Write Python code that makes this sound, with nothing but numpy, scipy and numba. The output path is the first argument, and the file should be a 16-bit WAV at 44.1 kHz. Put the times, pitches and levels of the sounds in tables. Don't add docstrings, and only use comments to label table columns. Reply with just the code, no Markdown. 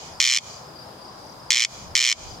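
import sys
import numpy as np
from scipy import signal
from scipy.io import wavfile
from scipy.ndimage import uniform_filter1d, map_coordinates
from numba import njit

SR = 44100
rng = np.random.default_rng(int(sys.argv[2]) if len(sys.argv) > 2 else 0)


def invert_db(level):
    return 10 ** (np.asarray(level, dtype=float) / 20)


def dump(signal):
    limited = np.clip(np.atleast_2d(signal).T, -1, 1)
    pcm = np.round(limited * 32767).astype(np.int16)
    wavfile.write(sys.argv[1], SR, pcm)


N = 105840
LEAD = 12000

# start_s, then gap_ms to each following click
CLICK_GROUPS = [(-.2470, 6.1, 7.8), (-.2230, 7.5, 8.2), (-.1980, 7, 8.8), (-.1730, 7.2, 8.9),
                (-.1490, 7.8, 9.4), (-.1240, 8.3, 11), (.2015, 6.1, 7.1), (.2250, 7.0, 7.9),
                (.2503, 6.3, 7.9), (.2743, 6.7, 7.8), (.2984, 6.8, 7.5), (.3220, 6.8, 7.5),
                (.3463, 7.8, 8.5), (.3722, 12.2), (1.5051, 6.1, 7.8), (1.5290, 7.8, 8.2),
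                (1.5547, 6.9, 8.8), (1.5792, 7.2, 8.9), (1.6038, 7.8, 9.4), (1.6289, 8.3, 11.0),
                (1.9524, 6.1, 7.5), (1.9759, 6.9, 7.9), (2.0012, 6.6, 7.9), (2.0254, 6.9, 7.8),
                (2.0494, 6.9, 8.1), (2.0737, 6.8, 8.5), (2.0982, 8.3, 8.5), (2.1251,)]
CLICK_PLACES = [-3, -4.6, -2.2]
SYLLABLE_STARTS = [-.25, .2, 1.5, 1.95]
# level_db, treble_lift_db_per_octave, fading_db_per_s
DELIVERY = [(0.1, -1, 3), (0.1, 0.5, -7.5), (0.1, 0.1, -17), (0.1, 0, -9.5)]
# pitch_hz, snap_db, returns_db, drift_db_per_s through a syllable
THROAT = [(1227, -19, -18, 13), (1900, -15.5, -50, -79), (2334, 3, -0.5, 16.5), (3275, -38, -1.5, 9.5),
          (4540, -24, -7, -7), (5640, -6, -11.5, 23), (7013, -4.5, -6.5, 0), (7980, -24, -25.5, 37),
          (9730, -37, -24, 3), (12700, -40, -34.5, -17)]
THROAT_WIDTHS = [350, 700, 400, 600, 1200, 1900, 900, 1300, 2600, 3000]
# delay_ms, level_db
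WINDPIPE_RETURNS = [(1.0, 0), (1.83, 1), (2.70, -1.5), (3.52, -5)]
# low_hz, high_hz
EDGE_BAND = [2640, 7540]
# first_chirp_centre_s, level_db, count of chirps
FALLING_CRICKET = [(.143, -52, dict(count=2)), (.507, -45.5, dict(count=3)), (.735, -63, dict(count=1)),
                   (.765, -47, dict(count=3)), (.995, -60, dict(count=1)), (1.024, -49.5, dict(count=3)),
                   (1.152, -62, dict(count=2)), (1.234, -54, dict(count=4)), (1.497, -60, dict(count=1)),
                   (1.752, -56, dict(count=3)), (2.285, -47, dict(count=3))]
# first_chirp_centre_s, level_db, count of chirps
LEVEL_CRICKET = [(.126, -47, dict(count=3)), (.592, -47.5, dict(count=4)), (.814, -48, dict(count=3)),
                 (1.054, -49, dict(count=3)), (1.404, -49.5, dict(count=3)), (1.686, -50, dict(count=1)),
                 (1.851, -49, dict(count=3)), (2.312, -47, dict(count=3))]
# first_note_centre_s, level_db, count of notes
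BIRD_TRILL = [(1.075, -57, dict(count=6)), (1.222, -58, dict(count=2)), (1.272, -50, dict(count=3))]
# pitch_hz, density_db per Hz
TRAFFIC_SPECTRUM = [(15, -46), (25, -24.5), (117, 0), (309, -6.5), (384, -5.5), (591, -5.5), (962, -3),
                    (2350, -27), (4140, -20), (4870, -20.5), (5880, -26), (14000, -34.5), (16000, -41)]
# pitch_hz, left_minus_right_db
TRAFFIC_PAN = [(60, 1.0), (110, -1.5), (200, 3.5), (380, -1), (700, 8.5), (1290, 0), (2380, 2), (4400, 0),
               (8120, 1.5), (15000, 2.5)]
# time_s, level_db
WIND_COURSE = [(0.0, -63), (0.16, -54), (0.24, -71), (0.51, -90), (1.47, -60.5), (1.6, -69), (1.91, -46.5),
               (2.07, -57), (2.31, -42), (2.4, -57)]


def set_level(x, db):
    return x * invert_db(db) / np.sqrt(np.mean(x ** 2))


def ring(x, hz, width_hz):
    return signal.lfilter(*signal.iirpeak(min(hz, .45 * SR), hz / width_hz, fs=SR), x)


def along(table, hz):
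    pitch_hz, db = np.array(table).T
    return np.interp(np.log(hz), np.log(pitch_hz), db)


def clicks(times, sizes):
    out = np.zeros(N + LEAD + 999)
    at = np.asarray(times) * SR + LEAD
    np.add.at(out, at.astype(int), sizes * (1 - at % 1))
    np.add.at(out, at.astype(int) + 1, sizes * (at % 1))
    return out[:N + LEAD]


def walk(rate):
    k = int(SR / rate)
    held = np.repeat(rng.standard_normal(N // k + 1), k)
    return 0.79 * uniform_filter1d(uniform_filter1d(held, k), k)[:N]


def windpipe_returns(snap, times, db, chance, scatter_db):
    jitter, dulling = .016, .25
    rasp_s, rasp_db = .001, -19
    back = 0
    for k, (ms, return_db) in enumerate(WINDPIPE_RETURNS):
        when = times + ms / 1000 * (1 + jitter * chance[5 + k])
        pulse = clicks(when, invert_db(db + return_db + scatter_db * chance[1 + k]))
        dull = signal.lfilter([1 - k * dulling], [1, -k * dulling], pulse)
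        back = back + (-1) ** (k + 1) * dull
    air = signal.lfilter([1], [1, -np.exp(-1 / rasp_s / SR)], -snap)
    return back + invert_db(rasp_db) * air * rng.standard_normal(len(snap))


def crake():
    crake_db, scatter_db, edge_db = 25, 1.0, -16.5
    late_ms, late_db = 12, -6.5
    times, db = [], []
    for start_s, *gaps_ms in CLICK_GROUPS:
        for k, gap_ms in enumerate([0, *gaps_ms]):
            times.append(start_s + sum(gaps_ms[:k]) / 1000)
            db.append(CLICK_PLACES[k] + late_db * (gap_ms > late_ms))
    times, db = np.array(times), np.array(db)
    chance = rng.standard_normal((len(times), 10)).T
    snap = -clicks(times, invert_db(db + scatter_db * chance[0]))
    back = windpipe_returns(snap, times, db, chance, scatter_db)

    now = (np.arange(len(snap)) - LEAD) / SR
    which = np.maximum(np.searchsorted(SYLLABLE_STARTS, now) - 1, 0)
    age = np.clip(now - np.array(SYLLABLE_STARTS)[which], 0, .2)
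    loud, lift, fade = np.array(DELIVERY)[which].T

    edge_filter = signal.butter(3, EDGE_BAND, "band", fs=SR, output="sos")
    out = signal.sosfilt(edge_filter, back * invert_db(edge_db + loud + fade * age))
    for k, ((hz, snap_db, back_db, drift), width) in enumerate(zip(THROAT, THROAT_WIDTHS)):
        turn_db = lift * np.log2(hz / 4000)
        push = (invert_db(snap_db) * snap + invert_db(back_db) * back) * invert_db(loud + turn_db + (fade + drift) * age)
        out = out + (-1) ** k * ring(ring(push, hz, width), hz, width)
    return invert_db(crake_db) * out


def meadow(voice):
    pan_db, port_lag_s = -1.5, .00002
    housing_db, housing_hz, housing_t60_s = -4, 6220, 0.0077
    grass_db, grass_t60_s = -11.5, .055
    echo_s, echo_spread_s, echo_db, echo_pan_db = 0.18, 0.067, -34, -2
    echo_hz, echo_width_hz, lift_db, lift_width_hz = 6230, 10200, 4, 560
    t = np.arange(int(.4 * SR)) / SR
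    out = []
    for side in (.5, -.5):
        n = rng.standard_normal((3, len(t)))
        bright = signal.butter(2, housing_hz, "high", fs=SR, output="sos")
        housing = signal.sosfilt(bright, n[0] * invert_db(-60 * t / housing_t60_s))
        grass = n[1] * invert_db(-60 * t / grass_t60_s)
        hedge = ring(n[2], echo_hz, echo_width_hz) + invert_db(lift_db) * ring(n[2], echo_hz, lift_width_hz)
        echo = hedge * np.exp(-.5 * ((t - echo_s) / echo_spread_s) ** 2)
        space = set_level(housing, housing_db) + set_level(grass, grass_db)
        space = space + set_level(echo, echo_db + side * echo_pan_db)
        space = space / np.sqrt(len(t))
        direct = map_coordinates(voice, [np.arange(len(voice)) + side * port_lag_s * SR])
        scattered = signal.fftconvolve(voice, space)[:len(voice)]
        out.append(direct * invert_db(side * pan_db) + scattered)
    return np.array(out)[:, LEAD:]


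def chirps(phrases, every_s, hz, fall_hz_per_s, length_s, pan_db, climb_hz_per_s=0):
    t, out = np.arange(N) / SR, np.zeros(N)
    for start, db, n in phrases:
        for k, (detune, scatter, phase) in enumerate(rng.standard_normal((n["count"], 3))):
            at = start + k * every_s
            s = slice(max(int((at - .03) * SR), 0), int((at + .03) * SR))
            u = t[s] - at
            f = hz * (1 + 0.0021 * detune) + climb_hz_per_s * (at - phrases[0][0])
            tone = np.sin(2 * np.pi * (f * u - fall_hz_per_s * u * u / 2 + phase))
            out[s] += invert_db(db + 0.89 * scatter) * np.exp(-(u / length_s) ** 4) * tone
    return out * invert_db(np.array([[.5], [-.5]]) * pan_db)


def near_crickets():
    every_s = .0315
    falling = chirps(FALLING_CRICKET, every_s, 4770, 20000, 0.011, pan_db=12.5)
    return falling + chirps(LEVEL_CRICKET, every_s, 5200, 3000, 0.0077, pan_db=-4.0)


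def small_bird():
    return chirps(BIRD_TRILL, .027, 5210, 89000, 0.0072, pan_db=12.0, climb_hz_per_s=2100)


def far_chorus():
    hz, width_hz, chorus_db, throb_rate_hz = 4860, 390, -53.5, 58.7
    sides = []
    for _ in "lr":
        noise = ring(ring(rng.standard_normal(N), hz, width_hz), hz, width_hz)
        sides.append(noise * invert_db(walk(throb_rate_hz)))
    return set_level(np.array(sides), chorus_db)


def distant_traffic():
    out, swell = 0, walk(0.5)
    for hz in 40 * 2 ** np.arange(0, 8.7, 1 / 3):
        mid, side = (ring(ring(rng.standard_normal(N), hz, hz / 3), hz, hz / 3) for _ in "ms")
        db = along(TRAFFIC_SPECTRUM, hz) + 0.2 * swell + 2.8 * walk(12.04)
        db = db + along(TRAFFIC_PAN, hz) * np.array([[.5], [-.5]])
        spread = min(0.095 + hz / 1400.0, 1)
        out = out + invert_db(db) * (mid + spread * side * np.array([[1], [-1]]))
    return set_level(out, -42.5)


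def wind():
    low_band = signal.butter(2, [35, 95], "band", fs=SR, output="sos")
    n = signal.sosfilt(low_band, rng.standard_normal((3, N)))
    gust_db = np.interp(np.arange(N) / SR, *np.array(WIND_COURSE).T) + 1.3 * walk(9)
    return set_level(n[0] + 0.95 * n[1:], 0) * invert_db(gust_db)


def scene():
    return meadow(crake()) + near_crickets() + small_bird() + far_chorus() + distant_traffic() + wind()


@njit
def follow(x, up, down):
    y, e = np.empty(len(x)), 0.
    for i in range(len(x)):
        e += (x[i] - e) * (up if x[i] > e else down)
        y[i] = e
    return y


def gain_control(x):
    threshold_db, ratio, attack_s, release_s = -36, 1.6, .014, 0.021
    e = follow(np.abs(x).max(axis=0), 1 / (attack_s * SR), 1 / (release_s * SR))
    return x * (invert_db(threshold_db) / np.maximum(e, invert_db(threshold_db))) ** (1 - 1 / ratio)


def low_pass(x):
    return signal.sosfilt(signal.butter(12, 16520, fs=SR, output="sos"), x)


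def record(dry):
    ceiling = 1.2
    mix = ceiling * np.tanh(gain_control(dry) / ceiling)
    return low_pass(mix)


dry = scene()
out = record(dry)
dump(out)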